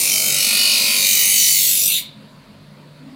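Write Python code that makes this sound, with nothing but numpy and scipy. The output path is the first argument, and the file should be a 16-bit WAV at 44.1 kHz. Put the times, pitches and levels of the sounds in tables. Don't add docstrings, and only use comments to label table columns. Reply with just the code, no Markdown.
import sys
import numpy as np
from scipy import signal
from scipy.fft import rfft, irfft, next_fast_len
from scipy.io import wavfile
from scipy.ndimage import uniform_filter1d, map_coordinates

SR = 44100
rng = np.random.default_rng(int(sys.argv[2]) if len(sys.argv) > 2 else 0)


def rack_gain(trim_db):
    fader = np.asarray(trim_db, float)
    return 10 ** (fader / 20)


def persist_wave(psi):
    counts = np.round(np.clip(psi, -1, 1) * 32767).astype(np.int16)
    wavfile.write(sys.argv[1], SR, np.atleast_2d(counts).T)


N = 138915

# (time [s], speed [turns/s], slide across the grit [tracks/s])
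WHEEL_MOTION = [(0, 48.51, 11.7), (.2, 48.51, 5.5), (.38, 48.5, 9.8), (.55, 48.39, 5), (.8, 48.2, 6.14),
                (1, 48.11, 4.9), (1.15, 48.09, 6.27), (1.28, 48.08, 10.7), (1.42, 48.13, 4.3),
                (1.55, 48.14, 20), (1.7, 48.24, 25.7), (1.9, 48.3, 35.6), (2.2, 49.3, 36)]


def unit(x):
    return x / np.sqrt(np.mean(x ** 2) + 1e-20)


def along(points, hz):
    f, v = np.transpose(points)
    return np.interp(np.log(hz + 1), np.log(f + 1), v)


def curves(rows):
    s, *cols = np.transpose(rows)
    return [np.interp(np.arange(N) / SR, s, c) for c in cols]


def causal(x, gain):
    m = 2 * next_fast_len(N // 2 + 8192)
    hz = np.fft.rfftfreq(m, 1 / SR)
    cepstrum = irfft(np.log(gain(hz) + 1e-6), m)
    folded = np.concatenate([cepstrum[:1], 2 * cepstrum[1:m // 2], np.zeros(m // 2)])
    return irfft(rfft(x, m) * np.exp(rfft(folded)), m)[:N]


def peak(hz, centre_hz, width_hz):
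    return 1 / (1 + (2 * (hz - centre_hz) / width_hz) ** 2)


def patchy(x, depth_db, tall, long):
    _, at, z = signal.stft(x, nperseg=512)
    field = rng.standard_normal(z.shape)
    for _ in range(2):
        field = uniform_filter1d(field, size=tall, axis=0)
        field = uniform_filter1d(field, size=long, axis=1)
    gain_db = np.interp(at, np.arange(N), depth_db) * unit(field)
    return signal.istft(z * rack_gain(gain_db), nperseg=512)[1][:N]


def grit():
    # (bumps per turn, height [dB], phase [rad])
    high_spots = [(1, 1.4, 1.2), (2, 1.3, 3.2), (4, .9, -2.2)]
    tracks, grains, fine = 96, 800, 8000
    lump_db, grain_db = 1, 2.5
    loose = 0.46
    turns, slide = curves(WHEEL_MOTION)

    lumps = rng.standard_normal((tracks, grains))
    lumps = unit(uniform_filter1d(lumps, size=60, axis=1, mode="wrap"))
    sizes = rack_gain(lump_db * lumps + grain_db * rng.uniform(-2, 1.9, (tracks, grains)))
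    face = unit(irfft(rfft(sizes * rng.standard_normal((tracks, grains))), fine))

    angle = np.cumsum(turns) / SR % 1 * fine
    track = np.cumsum(slide) / SR
    ring = track.astype(int)
    part = track % 1 * np.pi / 2

    def read(r):
        return map_coordinates(face, [r % tracks, angle], order=1, mode="grid-wrap")

    fixed_grit = np.cos(part) * read(ring) + np.sin(part) * read(ring + 1)
    mixed = np.sqrt(1 - loose ** 2) * fixed_grit + loose * rng.standard_normal(N)
    spots_db = sum(db * np.cos(2 * np.pi * k * angle / fine + rad) for k, db, rad in high_spots)
    return unit(rack_gain(spots_db) * mixed)


def blade():
    holds = [0, .4, .98, 1.34, 1.58]
    # (frequency [Hz], relative density [dB])
    colours = [
        [(100, -53), (170, -18), (209, -13), (788, -17), (1420, -19.5), (1710, -29), (2280, -3), (3020, -11),
         (3390, -14), (3870, -3.5), (8400, -4), (15700, -9.5)],
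        [(100, -48.5), (170, -18), (239, -10), (318, -19.5), (1090, -16.5), (1710, -20), (2500, 2), (3200, -10),
         (4410, -0.5), (5040, -7), (10400, -9), (15700, -12.5)],
        [(100, -46), (170, -17), (1340, -24), (1710, -30.5), (1960, -5.5), (2550, -3.5), (3520, -10),
         (3790, 1.5), (5440, -5), (6450, -2.5), (14600, -5.5), (15700, -12.5)],
        [(100, -58), (170, -27.5), (1340, -30.5), (1530, -46), (2070, -7.5), (3260, -13), (4330, -3.5),
         (5440, -6), (5980, -4.5), (6330, -6.5), (7090, -5), (15700, -8.5)],
        [(100, -54.5), (170, -16.5), (268, -23), (343, -37), (482, -16.5), (773, -32.5), (1780, -26.5),
         (1990, -13), (4410, 2.5), (5440, -2.5), (14300, 1.5), (15700, -4.5)],
    ]
    # (start [s], end [s], frequency [Hz], width [Hz], level against the rasp [dB])
    rings = [(0.086, 0.22, 5870, 120, -14.5), (.14, 0.39, 3100, 110, -11.5), (0.094, 0.54, 8380, 200, -15),
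             (.05, 0.48, 6690, 120, -17.5), (0.0064, 0.63, 10200, 220, -14), (.11, .3, 13750, 300, -9.5),
             (.09, .48, 16000, 250, -10.5), (0.29, 0.66, 3830, 200, -16), (.35, .72, 2945, 100, -13.5),
             (.7, 1.25, 2505, 79, -16.5), (.35, 1.1, 4350, 510, -16), (.55, 1.25, 4680, 160, -13),
             (.35, 0.91, 5370, 120, -15), (.65, 1.1, 3830, 150, -14), (0.065, 1.1, 645, 210, -30.5),
             (0.63, 1, 10250, 250, -15), (.9, 1.6, 3030, 160, -17.5), (1, 1.3, 6250, 300, -13),
             (1.05, 1.6, 6650, 220, -15), (1.1, 1.4, 8600, 900, -13), (1.02, 1.25, 14600, 500, -13.5),
             (1.24, 1.5, 10000, 500, -12), (1.39, 1.57, 5965, 110, -8), (1.36, 1.56, 7200, 200, -9.5),
             (1.3, 1.7, 4590, 220, -14.5), (1.4, 1.54, 11250, 400, -12.5), (1.1, 1.72, 14800, 450, -11),
             (1.58, 1.68, 9100, 200, -18), (1.6, 1.85, 10400, 1300, -15), (1.69, 1.79, 3700, 300, -11),
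             (.22, 1.05, 1450, 200, -30.5), (1.893, 1.92, 2300, 90, -12.5), (.6, 1.05, 1075, 100, -29.5),
             (1.88, 2.03, 4010, 1200, -6), (1.98, 2.04, 2300, 200, -13.5), (1.98, 2.02, 5800, 170, -15),
             (1.97, 2, 7050, 200, -12.5)]
    # (time [s], level [dB])
    press = [(0.0, -15.5), (0.908, -15.5), (1.484, -13), (1.844, -15), (1.99, -20)]
    regrip_s, ring_fade_s = 0.22, 0.094
    skirt_widths = 1.7
    lift_s, lift_db_per_s = 1.9887, 523
    patch_db, patch_db_per_slide = 1.22, 0.0728
    t, drive = np.arange(N) / SR, grit()

    rumble = signal.butter(2, 800, fs=SR)
    drive = drive + signal.filtfilt(*rumble, rng.standard_normal(N) - drive)

    entered = [np.clip((t - s) / regrip_s + .5, 0, 1) for s in holds[1:]]
    shares = -np.diff([np.ones(N)] + entered + [np.zeros(N)], axis=0)
    out = np.zeros(N)
    for share, colour in zip(shares, colours):
        out += share * unit(causal(drive, lambda hz: rack_gain(along(colour, hz))))

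    for start, end, hz, width_hz, db in rings:
        fade_s = min(ring_fade_s, (end - start) / 2 + 1 / SR)
        spell = np.clip(np.minimum(t - start, end - t) / fade_s + .5, 0, 1)
        mode = signal.iirpeak(hz, hz / width_hz, SR)
        skirt = signal.iirpeak(hz, hz / width_hz / skirt_widths, SR)
        ring = spell * signal.lfilter(*mode, signal.lfilter(*skirt, drive))
        out += rack_gain(db) * unit(ring) * np.sqrt(np.mean(spell ** 2))

    slide = curves(WHEEL_MOTION)[1]
    out = patchy(out, patch_db + patch_db_per_slide * slide, tall=4, long=12)
    press_db, = curves(press)
    return unit(out) * rack_gain(press_db - lift_db_per_s * np.maximum(t - lift_s, 0))


def shed(x):
    # (frequency [Hz], time to fall 60 dB [s])
    decay = [(500, 0.63), (2500, 0.41), (4200, .45), (5600, .25), (15000, .14)]
    hz, t, z = signal.stft(rng.standard_normal(SR // 2), SR, nperseg=256)
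    fall = rack_gain(-60 * t / along(decay, hz)[:, None])
    tail = signal.istft(z * fall, SR, nperseg=256)[1]
    return signal.fftconvolve(x, tail / np.linalg.norm(tail))[:N]


def motor():
    # (frequency [Hz], width [Hz], level [dB])
    hum = [(48.6, 1.5, -64.5), (147.5, 4.6, -48.5), (210.5, 17, -51), (261.7, 15, -55.5), (578, 160, -59.5)]
    out = np.zeros(N)
    for hz, width_hz, db in hum:
        out += rack_gain(db) * unit(causal(rng.standard_normal(N), lambda f: peak(f, hz, width_hz)))
    return out


def yard():
    # (frequency [Hz], relative density [dB])
    colour = [(15, -57.5), (28, -23.5), (48, -24), (64, -36), (88, -19.5), (120, -15), (151, -9.5),
              (175, -11.5), (260, -16.5), (330, -21.5), (465, -23), (610, -20), (800, -30.5), (951, -21.5),
              (1120, -26.5), (3190, -32), (4500, -28.5), (5680, -44), (10700, -44), (12500, -49.5),
              (15700, -51)]
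    # (time [s], level [dB])
    level = [(2.2, -46.5), (2.888, -47.5), (3.15, -46)]
    air = patchy(rng.standard_normal(N), np.full(N, 1.6), tall=3, long=8)
    level_db, = curves(level)
    return rack_gain(level_db) * unit(causal(air, lambda hz: rack_gain(along(colour, hz))))


def swells():
    # (middle of the rise [s], frequency [Hz], width [Hz], level [dB])
    late_tones = [(3, 265.4, 42, -45), (3.11, 800, 15, -54.5)]
    t = np.arange(N) / SR
    out = np.zeros(N)
    for start, hz, width_hz, db in late_tones:
        rise = np.clip((t - start) / .094 + .5, 0, 1)
        out += rack_gain(db) * rise * unit(causal(rng.standard_normal(N), lambda f: peak(f, hz, width_hz)))
    return out


def scene():
    rasp = blade()
    return (rasp + rack_gain(-10) * shed(rasp) + motor() + yard() + swells())[None]


def low_pass(x):
    return signal.sosfilt(signal.butter(12, 17070, fs=SR, output="sos"), x)


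def record(dry):
    ceiling, top_hz = .97, 15850
    soft = dry[0] / (1 + np.abs(dry[0] / ceiling) ** 4) ** .25
    kept = causal(soft, lambda hz: 1 / (1 + (hz / top_hz) ** 300))
    return low_pass(kept[None])


dry = scene()
out = record(dry)
persist_wave(out)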